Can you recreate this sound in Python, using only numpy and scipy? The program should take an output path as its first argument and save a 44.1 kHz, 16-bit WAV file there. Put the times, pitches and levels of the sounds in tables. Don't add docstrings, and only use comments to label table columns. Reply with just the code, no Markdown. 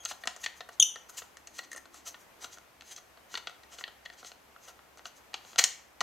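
import sys
import numpy as np
from scipy import signal
from scipy.fft import rfft, irfft
from scipy.io import wavfile
from scipy.ndimage import uniform_filter1d

SR = 44100
rng = np.random.default_rng(int(sys.argv[2]) if len(sys.argv) > 2 else 0)


def master_out(mix):
    frames = np.transpose(np.atleast_2d(mix))
    ceiling = np.clip(frames, -1, 1)
    pcm = np.round(ceiling * 32767).astype(np.int16)
    wavfile.write(sys.argv[1], SR, pcm)


N = 265482
T = np.arange(N) / SR
HZ = np.arange(N // 2 + 1) * SR / N


def undb(db):
    return 10 ** (np.asarray(db) / 20)


def on_log(hz, table, column):
    table = np.array(table, float)
    return np.interp(np.log(np.maximum(hz, 1)), np.log(table[:, 0]), table[:, column])


def walk(rate):
    hold = int(SR / rate)
    steps = np.repeat(rng.standard_normal(N // hold + 1), hold)
    return 1.7 * uniform_filter1d(uniform_filter1d(steps, hold), hold)[:N]


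def pair(like):
    likeness = np.clip(on_log(HZ, like, 1), 0, 1)
    mid = rfft(rng.standard_normal(N)) * np.sqrt(1 + likeness)
    side = rfft(rng.standard_normal(N)) * np.sqrt(1 - likeness)
    return np.array([mid + side, mid - side]) / 2 ** .5


def add(out, sound, s):
    i = max(int(s * SR), 0)
    out[i:i + len(sound)] += sound[:N - i]


# [f/Hz, relative level/dB per Hz]
HISS_SPECTRUM = [(20, -16), (55, -7), (200, -4), (450, -1.5), (800, 0), (1400, -4), (2300, -6.5),
                 (4100, -14), (6400, -15), (8500, -18), (11000, -21), (12000, -17.5), (14000, -20.5),
                 (15500, -29.5)]
# [f/Hz, left-right likeness/0..1]
HISS_LIKENESS = [(30, 0.91), (80, .93), (150, 0.2), (300, 0.2), (700, 0.27), (3000, 0.27), (9000, 0.2),
                 (11500, 0.99)]
# [mean f/Hz, middle level/dB]
HUM_TONES = [(66.3, -77), (69.8, -74)]
# [t/s, level/dB]
RUMBLE_SWELL = [(1.0, -90.5), (1.3, -81), (1.75, -65), (2.1, -68), (2.4, -90)]
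HISS_DB, RUMBLE_BAND_HZ = -59, (250, 354)


def air():
    hiss = irfft(pair(HISS_LIKENESS) * undb(on_log(HZ, HISS_SPECTRUM, 1)), N)
    hiss = hiss * undb(0.63 * walk(3.3))
    hum = np.zeros(N)
    for hz, db in HUM_TONES:
        level = undb(db + 1.5 * walk(4.8))
        phase = 2 * np.pi * np.cumsum(hz * (1 + 0.027 * walk(5.5))) / SR
        hum += level * np.sin(phase)
    band = signal.butter(2, RUMBLE_BAND_HZ, "bandpass", fs=SR, output="sos")
    far = signal.sosfilt(band, rng.standard_normal((2, N)))
    rumble = far / far.std() * undb(np.interp(T, *np.transpose(RUMBLE_SWELL)))
    return undb(HISS_DB) * hiss / hiss.std() + hum + rumble


# [loudest moment t/s, swell/ms, hold/ms,
# slip rate from f/Hz, slip rate to f/Hz, peak grip level/dB, fundamental level against octave/dB]
THREAD_SQUEAKS = [(.005, 8, 30, 3280, 3270, -50, -1), (0.8, 2.83, 3.43, 3750, 3080, -5.5, -5),
                  (.8068, 3.2, 4.6, 3150, 3300, -21, 4.5), (0.8202, 8, 4, 3400, 3610, -23, 6.5),
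                  (0.8262, 2.6, 5.2, 3127, 3003, -7, -3.5)]
# [multiple, relative level/dB]
SQUEAK_OVERTONES = [(2, 1.5), (3, -13.5), (4, -21.5)]
SQUEAK_START_DB, SQUEAK_HOLD_DB = -36, -6
SQUEAK_DROP_MS, SQUEAK_END_MS = 1.2, 2.4


def squeaks():
    out, waver, flutter = np.zeros(N), walk(900), walk(700)
    for s, swell, hold, from_hz, to_hz, db, first_db in THREAD_SQUEAKS:
        ms = (T - s) * 1000
        glide = np.interp(ms, [-swell, .7 * hold], [from_hz, to_hz])
        phase = 2 * np.pi * np.cumsum(glide * (1 + 0.013 * waver)) / SR
        tone = undb(first_db) * np.sin(phase)
        for multiple, overtone_db in SQUEAK_OVERTONES:
            tone += undb(overtone_db) * np.sin(multiple * phase)
        tone *= 1 + 0.054 * rng.standard_normal(N)
        grip_db = np.interp(ms, [-swell, 0, SQUEAK_DROP_MS, hold, hold + SQUEAK_END_MS],
                            [SQUEAK_START_DB, 0, SQUEAK_HOLD_DB, SQUEAK_HOLD_DB, SQUEAK_START_DB], -120, -120)
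        out += uniform_filter1d(undb(db + grip_db + 1.2 * flutter), size=40) * tone
    return out


# [nominal f/Hz, relative level/dB, t60/s]
SHELL_MODES = [(260, -17.5, 0.025), (450, -11.5, 0.025), (733, -5, 0.025), (1050, -3.5, 0.012),
               (1383, 3, 0.013), (1620, -3, 0.0076), (1853, 2, 0.031), (2188, 1, 0.0025),
               (2774, -2.5, 0.0087), (2967, -2, 0.006), (3400, -8, 0.014), (3866, -3, 0.0045),
               (4320, -2.5, 0.0068), (4824, -5.5, 0.0066), (5410, -4, 0.0042), (5792, -3.5, 0.008),
               (6387, 3.5, 0.0053), (6790, 2, 0.0037), (7525, 0.5, 0.0034), (8350, -6.5, .003),
               (8780, -10.5, 0.0063), (9804, -8.5, 0.0024), (10180, -8, 0.002), (12400, -33, .003),
               (13300, -21.5, .0025)]


def ring(push, body_db, note_db, edge_db, luck):
    hz, db, t60 = np.transpose(SHELL_MODES)[:, :, None]
    t = np.arange(1500) / SR
    whistle_db = edge_db + .5 * note_db + 6.5
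    colour = on_log(hz, [(1360, body_db), (1880, note_db), (2250, 0), (4200, 0.0024), (6500, edge_db),
                         (8350, edge_db), (8850, whistle_db), (9600, edge_db)], 1)
    hz = hz * (1 + .012 * luck[0, :, None])
    level_db = db + colour + .9 * luck[1, :, None]
    sign = (-1.) ** np.arange(len(hz))[:, None]
    modes = sign * undb(level_db - 60 * t / t60) * np.sin(2 * np.pi * hz * t)
    return signal.fftconvolve(push, modes.sum(axis=0))


# [loudest moment t/s, swell/ms, level of the ringing/dB, dull body level/dB, sharp edge level/dB]
RUBS_AND_CLATTER = [(.04, 6.5, -52, -7, 0), (.1, 17, -41.5, -27, 4), (.116, 7.1, -39, -4.5, -7),
                    (.22, 12, -59, -5, 5), (.421, 20, -52.5, -8, 7), (.443, 7.5, -36, -18, 0.5),
                    (.576, 16, -58.5, -3, 8), (0.734, 15, -58, -21, 2), (1.098, 7.8, -47.5, 0, 8.5),
                    (1.15, 23, -56, -4, 2), (1.183, 11.4, -37.5, -14.5, 6), (1.563, 24, -53, -18, 5.5),
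                    (1.588, 7.1, -42, -14, 2.5), (1.641, 10, -52, -10.5, 0), (1.726, 15, -54, -10, 3),
                    (1.774, 7, -46, -7, 4), (1.965, 32, -54.5, -6, 4.5), (2.076, 15.4, -39.5, -10.5, 4.5),
                    (2.21, 18, -64, -10, 13), (2.434, 21.6, -46, -8, 3), (2.532, 17, -50.5, -14, 3),
                    (2.884, 33, -55, -26, 4), (2.92, 13.4, -45, -15, 2.5), (2.981, 8.1, -48.5, -5.5, 0),
                    (3.337, 29, -50, -12, 2.5), (3.734, 19, -49, -5.5, 3), (3.799, 18, -49, -12, 3.5),
                    (4.057, 5.5, -48.5, -8, -6), (4.134, 9.1, -55, -8, -2), (4.194, 20, -55, -13, 2),
                    (4.268, 23, -49, -28, 2.5), (4.645, 25, -57, -14, 5), (4.688, 14.3, -48.5, -2, 2),
                    (4.984, 5.4, -54, -5, -0.5), (5.066, 13.5, -50, -18, 2.5), (5.172, 13.6, -59, -10, 7),
                    (5.494, 52, -57, -15, 4), (5.5913, 6, -15.5, -15, -0.5), (5.612, 9.3, -31.5, -16, -6)]
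RUB_FADE, RUB_NOTE_DB = 1.3, -13.5


def rubs():
    out, t = np.zeros(N), np.arange(-5000, 5000) / SR
    luck = rng.standard_normal((len(RUBS_AND_CLATTER), 2, len(SHELL_MODES)))
    shape = (len(RUBS_AND_CLATTER), len(t))
    pushes = rng.standard_normal(shape) * undb(2.0 * rng.exponential(size=shape))
    for (s, swell, db, body_db, edge_db), chance, noise in zip(RUBS_AND_CLATTER, luck, pushes):
        movement = np.exp(-(t * 1000 / swell / np.where(t < 0, 1, RUB_FADE)) ** 2)
        ringing = ring(noise, body_db, RUB_NOTE_DB, edge_db, chance)[:len(t)]
        contact_hiss = undb(edge_db - 11) * np.diff(noise, prepend=0) / noise.std()
        sound = ringing / ringing.std() + contact_hiss
        cut = max(-int((s + t[0]) * SR), 0)
        add(out, (undb(db) * movement * sound)[cut:], s + t[0])
    return out


# [t/s, peak level of the ringing/dB,
# dull body level/dB, hollow note level/dB, sharp edge level/dB, chatter level against the first contact/dB]
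PART_TAPS = [(.051, -20.5, -8.5, -21, 14, 2), (.056, -24, -14, -13, -27, -0.5),
             (.112, -30.5, 6, -32, -11, -13), (0.236, -30, -9.5, -2, -16, 12),
             (.255, -33.5, 6.5, -21, 2, 9), (.273, -16, -9, -10, -5.5, -1), (.363, -33.5, 2.5, -5, 10, 0.5),
             (.375, -46, -1, -21, -1, -10), (.461, -18.5, -13, -6, -15, 0), (0.606, -29, -8, -8, -15, 0.5),
             (.689, -34, 1, -3.5, -5.5, 21), (0.958, -32.5, -3.5, 0, -7, 1), (1.219, -36, 0, -12, -23, 12),
             (1.37, -36, -7, 4.5, 3, -0.5), (1.472, -33, -12.5, -10, 3.5, 5.5),
             (1.589, -26, -11, -9, -15, 12), (1.716, -32.5, -11, 0, 5, 0), (1.73, -30, -14, 4.5, 8.5, 4),
             (1.748, -37.5, 4, -19, -3, -1), (1.762, -32, 2, 14, 11, -2.5), (1.778, -33.5, -13, 11, 9, -2),
             (1.855, -42, 2, -24, -8, 2.5), (1.943, -38.5, -2.5, -0.5, 7, 6),
             (2.143, -37.5, -6, -6.5, -34, 6), (2.443, -30, -6, -33, -3.5, 4), (2.572, -42, 0, -9, -11, 8),
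             (2.584, -38.5, -1, -13, -3, -9), (2.809, -34, -15, -10.5, -11.5, -9),
             (2.821, -38, -10, -24, -9, -7), (2.962, -33, -23, -18, 4, 5), (3.173, -44, 2.5, -19, -13, 4.5),
             (3.341, -26, -6.5, -30, -9, 4), (3.353, -21.5, -40, -14, -23, 0),
             (3.374, -23.5, -10, -14, -9.5, 6.5), (3.471, -25, -10.5, -12, -16, 0.5),
             (3.496, -37, 1, -10, 0, -10), (3.633, -43, -17, -6.5, -11, 11),
             (3.785, -34.5, -10, -18, -20, 16), (3.81, -34.5, 5, 0, -13, 3.5),
             (3.839, -21, -20.5, -9, -30, -8), (3.878, -33, -6, -28, -20.5, 10),
             (4.059, -30.5, -12, -3.5, -28, 2), (4.1, -36.5, -7, -7, -18, -7),
             (4.229, -37.5, 5, -23.5, -20.5, 2), (4.247, -34, -5, -28, -11, -6),
             (4.317, -34.5, -8.5, -26.5, -8.5, -5), (4.562, -41, 3.5, -16, -31, 7),
             (4.791, -44, 3, -6, -23.5, -6.5), (4.973, -43, -3, -21.5, -4.5, -1),
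             (4.993, -39, 0, -13, -16, -3.5), (5.055, -27, -3.5, -27, -13, -0.5),
             (5.333, -39, -12, -5, -14, -11), (5.341, -21.5, -9.5, -27, -11.5, 3),
             (5.449, -40, -3, -17, -32, -6), (5.531, -39, -6, -17, -16, -4),
             (5.559, -27.5, -6.5, -22, -9, -7), (5.582, -21, -9, -24, -4, 4),
             (5.6394, -6, -25, -18, 3.5, -1.5), (5.645, -16, -15.5, -8, 0, 3),
             (6.006, -19, -12.5, -11, -9, 7), (6.011, -16, 0, -30, -0.5, 2)]
CHATTER_MS = 4.3


def taps():
    out, t = np.zeros(N), np.arange(1500) / SR
    luck = rng.standard_normal((len(PART_TAPS), 2, len(SHELL_MODES)))
    grit = rng.standard_normal((len(PART_TAPS), len(t)))
    for (s, db, body_db, note_db, edge_db, chatter_db), chance, noise in zip(PART_TAPS, luck, grit):
        chatter = noise * np.exp(-t * 1000 / CHATTER_MS)
        first_contact = (t == 0)
        push = undb(chatter_db) * chatter / np.sqrt(np.sum(chatter ** 2)) + first_contact
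        ringing = ring(push, body_db, note_db, edge_db, chance)
        add(out, undb(db) * ringing / np.abs(ringing).max(), s)
        crack = np.diff(push, 2) / np.abs(push).max()
        add(out, undb(db + .6 * edge_db - 13) * crack, s)
    return out


# [f/Hz, t60/s, relative level/dB]
ROOM_DECAY = [(305, 0.41, -11), (1020, 0.4, -6), (2000, 0.42, -9.5), (4000, 0.36, -9.5), (6500, 0.34, -9.5),
              (8800, .33, -8.5), (13000, 0.28, -5.5)]
# [f/Hz, left-right likeness/0..1]
ECHO_LIKENESS = [(200, .3), (600, 0.28), (2000, 0.89), (4000, 0.68), (6500, 0.81), (9000, 0.1),
                 (11500, 0.9)]


def room(x):
    t, tail, noise = T[:int(.7 * SR)], 0, pair(ECHO_LIKENESS)
    for k, (hz, t60, db) in enumerate(ROOM_DECAY):
        share = on_log(HZ, [(row[0], j == k) for j, row in enumerate(ROOM_DECAY)], 1)
        band = irfft(noise * share, N)[:, :len(t)]
        length_norm = np.sqrt(t60 * SR / (2 * np.log(1000)))
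        tail = tail + band * undb(db - 60 * t / t60) / length_norm
    build_up = np.clip(t / 0.0047, 0, 1)
    return signal.fftconvolve(x[None], tail * build_up, axes=1)[:, :N]


def scene():
    band = signal.butter(3, [250, 12500], "bandpass", fs=SR, output="sos")
    hands = signal.sosfilt(band, taps() + rubs() + squeaks())
    return hands + room(hands) + air()


# [f/Hz, left minus right level/dB]
PORT_BALANCE = [(60, 0.5), (250, 0.64), (1000, 0.5), (2000, 3), (4000, 2), (8000, 1.5), (11500, 1.35)]
TOP_HZ = 15800


def record(dry):
    lean = undb(on_log(HZ, PORT_BALANCE, 1) / 2 * np.array([[1], [-1]]))
    top_cut = signal.ellip(10, .2, 90, TOP_HZ, fs=SR, output="sos")
    return signal.sosfilt(top_cut, irfft(rfft(dry) * lean, N))


dry = scene()
out = record(dry)
master_out(out)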